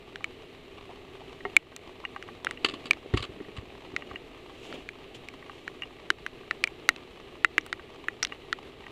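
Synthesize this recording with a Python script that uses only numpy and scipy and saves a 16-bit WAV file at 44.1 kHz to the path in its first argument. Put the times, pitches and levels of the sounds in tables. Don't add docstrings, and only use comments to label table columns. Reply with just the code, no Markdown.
import sys
import numpy as np
from scipy import signal
from scipy.fft import rfft, irfft, next_fast_len
from scipy.io import wavfile
from scipy.ndimage import uniform_filter1d, minimum_filter1d, map_coordinates

SR = 44100
rng = np.random.default_rng(int(sys.argv[2]) if len(sys.argv) > 2 else 0)


def transcribe(signal):
    frames = np.atleast_2d(signal).T
    limited = np.clip(frames, -1, 1)
    pcm = np.round(limited * 32767).astype(np.int16)
    wavfile.write(sys.argv[1], SR, pcm)


N = 392931


def amp(db):
    return 10 ** (np.asarray(db) / 20)


def unit(x):
    return x / np.sqrt(np.mean(x ** 2) + 1e-20)


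def burst(x):
    return x * np.sqrt(0.005 * SR / (np.sum(x ** 2) + 1e-20))


def wobble(rate_hz):
    knots = rng.standard_normal(int(N * rate_hz / SR) + 4)
    return map_coordinates(knots, [np.arange(N) * rate_hz / SR])


def filtered(x, response):
    size = next_fast_len(len(x) + 8192)
    spectrum = rfft(x, size) * response(np.fft.rfftfreq(size, 1 / SR))
    return irfft(spectrum, size)[:len(x)]


def coloured(x, colour):
    points_hz, db = np.transpose(colour)
    return unit(filtered(x, lambda hz: amp(np.interp(np.log(hz + 1), np.log(points_hz), db))))


def noise(colour, size):
    return coloured(rng.standard_normal(size), colour)


def fade(t, t60):
    return np.exp(-np.log(1000) * t / t60)


def ring(modes, t, scatter_db):
    total = np.zeros(len(t))
    for k, (hz, db, t60) in enumerate(modes):
        strength = amp(db + scatter_db * rng.standard_normal())
        total += (-1) ** k * strength * np.sin(2 * np.pi * hz * t) * fade(t, t60)
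    return total


def add(track, s, sound):
    part = track[max(round(s * SR), 0):][:len(sound)]
    part += sound[:len(part)]


# (frequency [Hz], relative level per Hz [dB])
LAKE_SPECTRUM = [(20, -5.5), (45, -3), (130, -4.5), (205, -8.5), (260, -4.5), (300, -4), (390, 3.5),
                 (550, -9.5), (800, -11), (980, -19), (1170, -12.5), (1430, -21), (2000, -15),
                 (2900, -13.5), (3400, -18), (4000, -19), (5000, -32), (8000, -37), (12000, -42.5),
                 (15000, -48), (16000, -70)]


def lake(rain_db=-49, swell_db=0.12, flutter_db=0.9):
    level_db = rain_db + swell_db * wobble(0.83) + flutter_db * wobble(24)
    return amp(level_db) * noise(LAKE_SPECTRUM, N)


# (frequency [Hz], relative level per Hz [dB])
TICK_SPECTRUM = [(150, -9), (400, 2), (800, 2), (1200, 4.5), (1450, -11.5), (2000, -4), (2900, -1),
                 (4500, -15.5), (11000, -36.5), (16000, -50)]


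def patter(level_db=-55, spread_db=3.0, t60=0.027, count=480):
    out, t = np.zeros(N), np.arange(SR // 25) / SR
    for when, size in rng.random((count, 2)):
        tick = burst(rng.standard_normal(len(t)) * fade(t, t60))
        add(out, when * N / SR, amp(level_db - spread_db * np.log(size + 0.015)) * tick)
    return np.std(out) * coloured(out, TICK_SPECTRUM)


# (frequency [Hz], rms level [dB])
WHINE_TONES = [(258, -63.5), (642, -68.5), (7600, -86), (12048, -88.5)]


def whine():
    t, out = np.arange(N) / SR, np.zeros(N)
    for hz, db in WHINE_TONES:
        phase = 2 * np.pi * hz * t + 0.5 * wobble(5)
        out += amp(db) * np.sqrt(2) * np.sin(phase)
    return out


# (frequency [Hz], relative level [dB], t60 [s])
CASE_MODES = [(317, -26, 0.058), (430, -26, 0.013), (650, -37, 0.016), (1350, -17.5, 0.014),
              (1907, -33.5, 0.046), (2160, -32, 0.021), (2344, -20, 0.02), (2863, -19, 0.015),
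              (3935, -30.5, 0.02)]
# (frequency [Hz], relative level per Hz [dB])
SPLASH_SPECTRUM = [(100, -40), (500, -1), (2500, 2), (3600, 8), (4700, 0), (6000, -0.5), (8500, -8),
                   (11000, -20), (15000, -29), (17000, -57)]
NEAR_MODE_DB, NEAR_MODE_OCTAVES = 8.5, 0.3
WET_DETUNE_OCTAVES = 0.043


def case_modes(spot_hz):
    modes = []
    for hz, db, t60 in CASE_MODES:
        nearness = np.exp(-(np.log2(hz / spot_hz) / NEAR_MODE_OCTAVES) ** 2)
        wet_hz = hz * 2 ** (WET_DETUNE_OCTAVES * rng.standard_normal())
        modes.append((wet_hz, db + NEAR_MODE_DB * nearness, t60))
    return modes


def drop(hz, t60, tilt_db, edge_hz=1100, soft_hz=3300, case_db=-2.5, contact=0.0014, wall_share=0.39,
         spray_t60=0.0048, mist_db=-20, mist_t60=0.013):
    t = np.arange(SR // 16) / SR
    flatten = 1 - fade(t, contact)
    spot = np.sin(2 * np.pi * hz * t) * fade(t, t60) * flatten
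    band = signal.butter(2, [edge_hz, max(hz, soft_hz)], "bandpass", fs=SR, output="sos")
    spot = signal.sosfilt(band, spot)
    pock = spot + amp(case_db) * ring(case_modes(hz), t, scatter_db=3) * flatten
    late = rng.uniform(0.00121, 0.00196)
    pock = burst(pock + wall_share * np.interp(t - late, t, pock, left=0))
    colour = [(f, db + tilt_db * np.log2(max(f / 4000, 1))) for f, db in SPLASH_SPECTRUM]
    spray_decay = fade(t, spray_t60) + amp(mist_db) * fade(t, mist_t60)
    spray = burst(noise(colour, len(t)) * spray_decay * flatten)
    return pock, spray


# (time [s], pock level over 5 ms [dB], pitch of the struck spot [Hz],
# spray level over 5 ms [dB], spray tilt above 4 kHz [dB per octave])
CASE_DROPS = [(.158,-37,1730,-41.5,-3), (.243,-25.5,2230,-43.5,5), (1.566,-2.5,2298,-17,8.5),
              (1.7634,-42.5,2380,-38,8.5), (2.2258,-38,1930,-50.5,2), (2.4473,-46,2600,-30.5,-1.5),
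              (2.469,-22.5,1740,-65,-8), (2.51,-31,1910,-40.5,5), (2.9093,-12.5,2336,-25.5,1),
              (2.933,-35.5,2080,-40,-7), (3.9641,-23,2130,-35.5,-4.5), (4.726,-37,1690,-40,-25),
              (4.8895,-32.5,2150,-44.5,-3), (5.2862,-38,2200,-46,1), (5.6785,-30.5,1830,-44.5,-1),
              (6.1031,-16.5,1680,-25.5,-4.5), (6.264,-28,1770,-47,9), (6.5103,-21.5,1920,-38,-4),
              (6.6396,-18.5,2230,-24.5,-0.5), (6.674,-30,2270,-46.5,7), (6.89,-13,2020,-20.5,5),
              (6.962,-44,2600,-43.5,-8), (7.4466,-11.5,1850,-33,8), (7.581,-14.5,1970,-34,7),
              (7.6104,-52,5800,-51,-5), (7.6636,-43.5,1290,-48.5,13), (7.728,-25.5,1930,-32,-8),
              (8.0842,-22,1760,-51,12), (8.2279,-29.5,2000,-27,0), (8.2306,-23,5740,-41,0),
              (8.239,-36,5600,-55,0), (8.2493,-29,1950,-26.5,-3), (8.2707,-49,2820,-44,-5),
              (8.528,-22,1710,-27.5,-12)]
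# (pitch of the spot [Hz], t60 [s])
SPOT_DECAY = [(1600, .005), (2000, 0.006), (2350, 0.013), (5800, 0.0074)]


def near_drops():
    out = np.zeros(N)
    for s, pock_db, hz, spray_db, tilt_db in CASE_DROPS:
        t60 = np.interp(hz, *np.transpose(SPOT_DECAY))
        pock, spray = drop(hz, t60, tilt_db)
        add(out, s, amp(pock_db) * pock + amp(spray_db) * spray)
    return out


def stray_drops(count=9, level_db=-47.5, spread_db=3, low_hz=1410, high_hz=2600):
    drops = []
    for when, size, spot in rng.random((count, 3)):
        db = level_db + spread_db * (2 * size - 1)
        drops.append((when * N / SR, db, low_hz * (high_hz / low_hz) ** spot))
    return drops


# (time [s], ringing level over 5 ms [dB], centre of the strongest ringing [Hz])
FITTING_DROPS = [(0.2073,-42.5,1200), (1.406,-43.5,1940), (2.051,-28,2670), (2.162,-32.5,1600),
                 (2.2873,-39,1390), (2.5735,-40.5,2780), (4.022,-38.5,2170), (4.1123,-37.5,1320),
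                 (4.158,-33,2340), (5.4254,-44,1800), (5.496,-37.5,1630), (5.821,-30.5,2720),
                 (5.8337,-33.5,2800), (7.795,-41.5,1610), (8.3222,-33,2170), (8.866,-39.5,1900)]
# (frequency [Hz], relative level [dB], t60 [s])
FITTING_MODES = [(795, 6, 0.056), (1160, 10.5, 0.017), (1575, -4, 0.022), (1910, 4, 0.018),
                 (2320, 12, 0.0046), (2833, 2.5, 0.022)]


def deck_drops(focus_db=18, spray_db=-25, spray_t60=0.0047):
    out, t = np.zeros(N), np.arange(SR // 16) / SR
    for s, level_db, centre in [*FITTING_DROPS, *stray_drops()]:
        modes = [(hz, db - focus_db * abs(np.log2(hz / centre)), t60) for hz, db, t60 in FITTING_MODES]
        plink = burst(ring(modes, t, scatter_db=2) * (1 - fade(t, 0.011)))
        spray = burst(noise(SPLASH_SPECTRUM, len(t)) * fade(t, spray_t60))
        add(out, s, amp(level_db) * (plink + amp(spray_db) * spray))
    return out


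# (time [s], relative level [dB], middle bubble pitch at the start [Hz])
WAVELETS = [(.26, -53, 800), (.89, -41.5, 680), (.905, -49, 930), (1.2, -45, 770), (2.035, -42, 1096),
            (3.042, -40, 406), (6.02, -52, 646)]


def lapping(level_db=-3.5, rise=0.83, t60=0.019, spread=0.02, count=3):
    out, t = np.zeros(N), np.arange(SR // 10) / SR
    for s, db, hz in WAVELETS:
        for delay, size in rng.random((count, 2)):
            bubble_hz = hz * 2 ** (0.55 * (size - 0.5))
            phase = 2 * np.pi * bubble_hz * (t + rise * t * t)
            bubble = burst(np.sin(phase) * fade(t, t60) * (1 - fade(t, 0.008)))
            add(out, s + spread * delay, amp(db + level_db) * bubble)
    return out


# (time of the peak [s], rise [s], fall [s],
# relative level of the cloth's flap [dB], relative level of its surface hiss [dB])
STROKES = [(1.4, 0.78, 0.4, -60, -65), (2.75, 0.85, 1.2, -49, -67.5), (4.07, 0.91, 0.57, -50.5, -66),
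           (4.66, 0.23, .28, -59, -52.5), (4.745, 0.15, 0.12, -40.5, -55), (5.148, 0.0065, 0.027, -52, -43),
           (5.6, .4, 0.56, -58, -62), (6.86, .08, 0.18, -47, -61.5)]
# (frequency [Hz], relative level per Hz [dB])
FLAP_SPECTRUM = [(100, -14), (280, 4), (750, -5), (1400, -23.5), (3000, -10), (6000, -48)]
# (frequency [Hz], relative level per Hz [dB])
NYLON_SPECTRUM = [(1000, -8), (3000, 12.5), (5000, -3), (7200, -2.5), (8800, -12), (12000, -16),
                  (15000, -33)]


def jacket(crinkle_db=2.0, depth_db=20):
    t, flap, hiss = np.arange(N) / SR, 0, 0
    for s, rise, fall, flap_db, hiss_db in STROKES:
        stroke_db = -depth_db * np.maximum((s - t) / rise, (t - s) / fall)
        flap = np.hypot(flap, amp(flap_db + stroke_db))
        hiss = np.hypot(hiss, amp(hiss_db + stroke_db))
    cloth = flap * noise(FLAP_SPECTRUM, N) + hiss * noise(NYLON_SPECTRUM, N)
    return amp(crinkle_db * wobble(70)) * cloth


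# (time [s], relative level [dB], hardness [0 booms, 1 knocks, 2 clacks])
BLOWS = [(1.4515, -27, 1.85), (2.645, -36.5, 1.7), (2.691, -41, .9), (2.73, -38, 0.88), (3.137, -16, 0.4),
         (3.139, -30.5, 2.3), (3.171, -31, 0), (3.199, -33, 0.001), (3.291, -38, 0.47), (3.363, -40, 1.1),
         (3.403, -35, 1.27), (3.484, -40, 1.25), (3.582, -31, 0.073), (3.623, -40, .8), (3.932, -39, 0.62),
         (4.113, -42, 0), (4.14, -41.5, 1.34)]
# (frequency [Hz], relative level [dB], t60 [s])
BOOM_MODES = [(48.3, -10, 0.049), (73, -2, 0.053), (97, 2, 0.038), (102.2, 0, 0.063)]
KNOCK_MODES = [(209, -2.5, 0.058), (247, -1, 0.06), (293, -1, 0.094), (356, 1, 0.069), (410, 6.5, 0.027),
               (466, -7, 0.035)]
CLACK_MODES = [(403, -4.5, 0.16), (738, -4, 0.088), (900, -8, 0.073), (1110, 1.5, .03), (1340, 0.5, 0.029),
               (1880, 2.5, 0.039), (2130, -3.5, 0.057), (2880, -6.5, 0.023)]
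HARDNESS_FOCUS_DB = 22.5


def hull(level_db=2, lowest_hz=42, scatter_db=1):
    out, t = np.zeros(N), np.arange(SR // 4) / SR
    groups = (BOOM_MODES, KNOCK_MODES, CLACK_MODES)
    for s, db, hardness in BLOWS:
        shares = amp(-HARDNESS_FOCUS_DB * np.abs(hardness - np.arange(len(groups))))
        shares = shares / np.linalg.norm(shares)
        for share, modes in zip(shares, groups):
            add(out, s, share * amp(db + level_db) * burst(ring(modes, t, scatter_db)))
    return signal.sosfilt(signal.butter(2, lowest_hz, "highpass", fs=SR, output="sos"), out)


# (time [s], relative level [dB], flight before the bounce [s])
STRIKES = [(2.646, -19, 0.04), (2.688, -34.5, 0.023), (2.738, -36, 0.057), (2.856, -36.5, 0.0098),
           (3.137, -30, 0.028), (3.171, -28.5, .01), (3.191, -38, 0.0092), (3.2248, -29, 0.017),
           (3.565, -40.5, 0.0099)]
# (frequency [Hz], width [Hz], relative level [dB])
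HANDLE_RESONANCES = [(1160, 110, 4.5), (1770, 18, 8.5), (2020, 300, -4), (2290, 37, -1), (2640, 64, 1.5),
                     (3040, 150, 7.5), (3380, 41, -7), (4370, 64, -3), (4140, 30, -24), (4470, 25, -15),
                     (7350, 45, -19), (8590, 490, -31)]
# (frequency [Hz], relative level per Hz [dB])
SCRAPE_SPECTRUM = [(150, -12), (350, 6.5), (800, -8.5), (1200, 2), (1600, -6), (3000, 4), (4600, -0.5),
                   (5600, -21), (7500, -13.5), (10000, -27), (15000, -46)]
RATTLE_T60_S, BOUNCE_LOSS_DB_PER_S = 0.053, 303


def handle_response(f):
    total = 0
    for k, (centre, width, db) in enumerate(HANDLE_RESONANCES):
        damping = 1j * f * width
        total = total + (-1) ** k * amp(db) * damping / (centre * centre - f * f + damping)
    return total


def net_handle(ring_db=-3, scrape_db=-3.0, chatter_db=4.5, tail_db=-20, tail_t60=0.1):
    contacts, t = np.zeros(N), np.arange(SR // 4) / SR
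    decay = fade(t, RATTLE_T60_S) + amp(tail_db) * fade(t, tail_t60)
    for s, db, flight in STRIKES:
        for wait in (0, flight):
            scrape = burst(noise(SCRAPE_SPECTRUM, len(t)) * decay * (1 - fade(t, 0.0025)))
            add(contacts, s + wait, amp(db - BOUNCE_LOSS_DB_PER_S * wait) * scrape)
    contacts = contacts * amp(chatter_db * wobble(350))
    tube = np.std(contacts) * unit(filtered(contacts, handle_response))
    return amp(scrape_db) * contacts + amp(ring_db) * tube


def scene():
    rain = lake() + patter() + near_drops() + deck_drops()
    boat = lapping() + jacket() + hull() + net_handle()
    return (rain + boat + whine())[None]


def gain_control(x, release_db=22):
    over_db = 20 * np.log10(np.maximum(np.abs(x), 1))
    slope = release_db * np.arange(N) / SR
    gain_db = slope - np.maximum.accumulate(over_db + slope)
    return x * amp(uniform_filter1d(minimum_filter1d(gain_db, size=129), size=129))


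def record(dry, top_hz=16300):
    return filtered(gain_control(dry[0]), lambda hz: hz < top_hz)[None]


dry = scene()
out = record(dry)
transcribe(out)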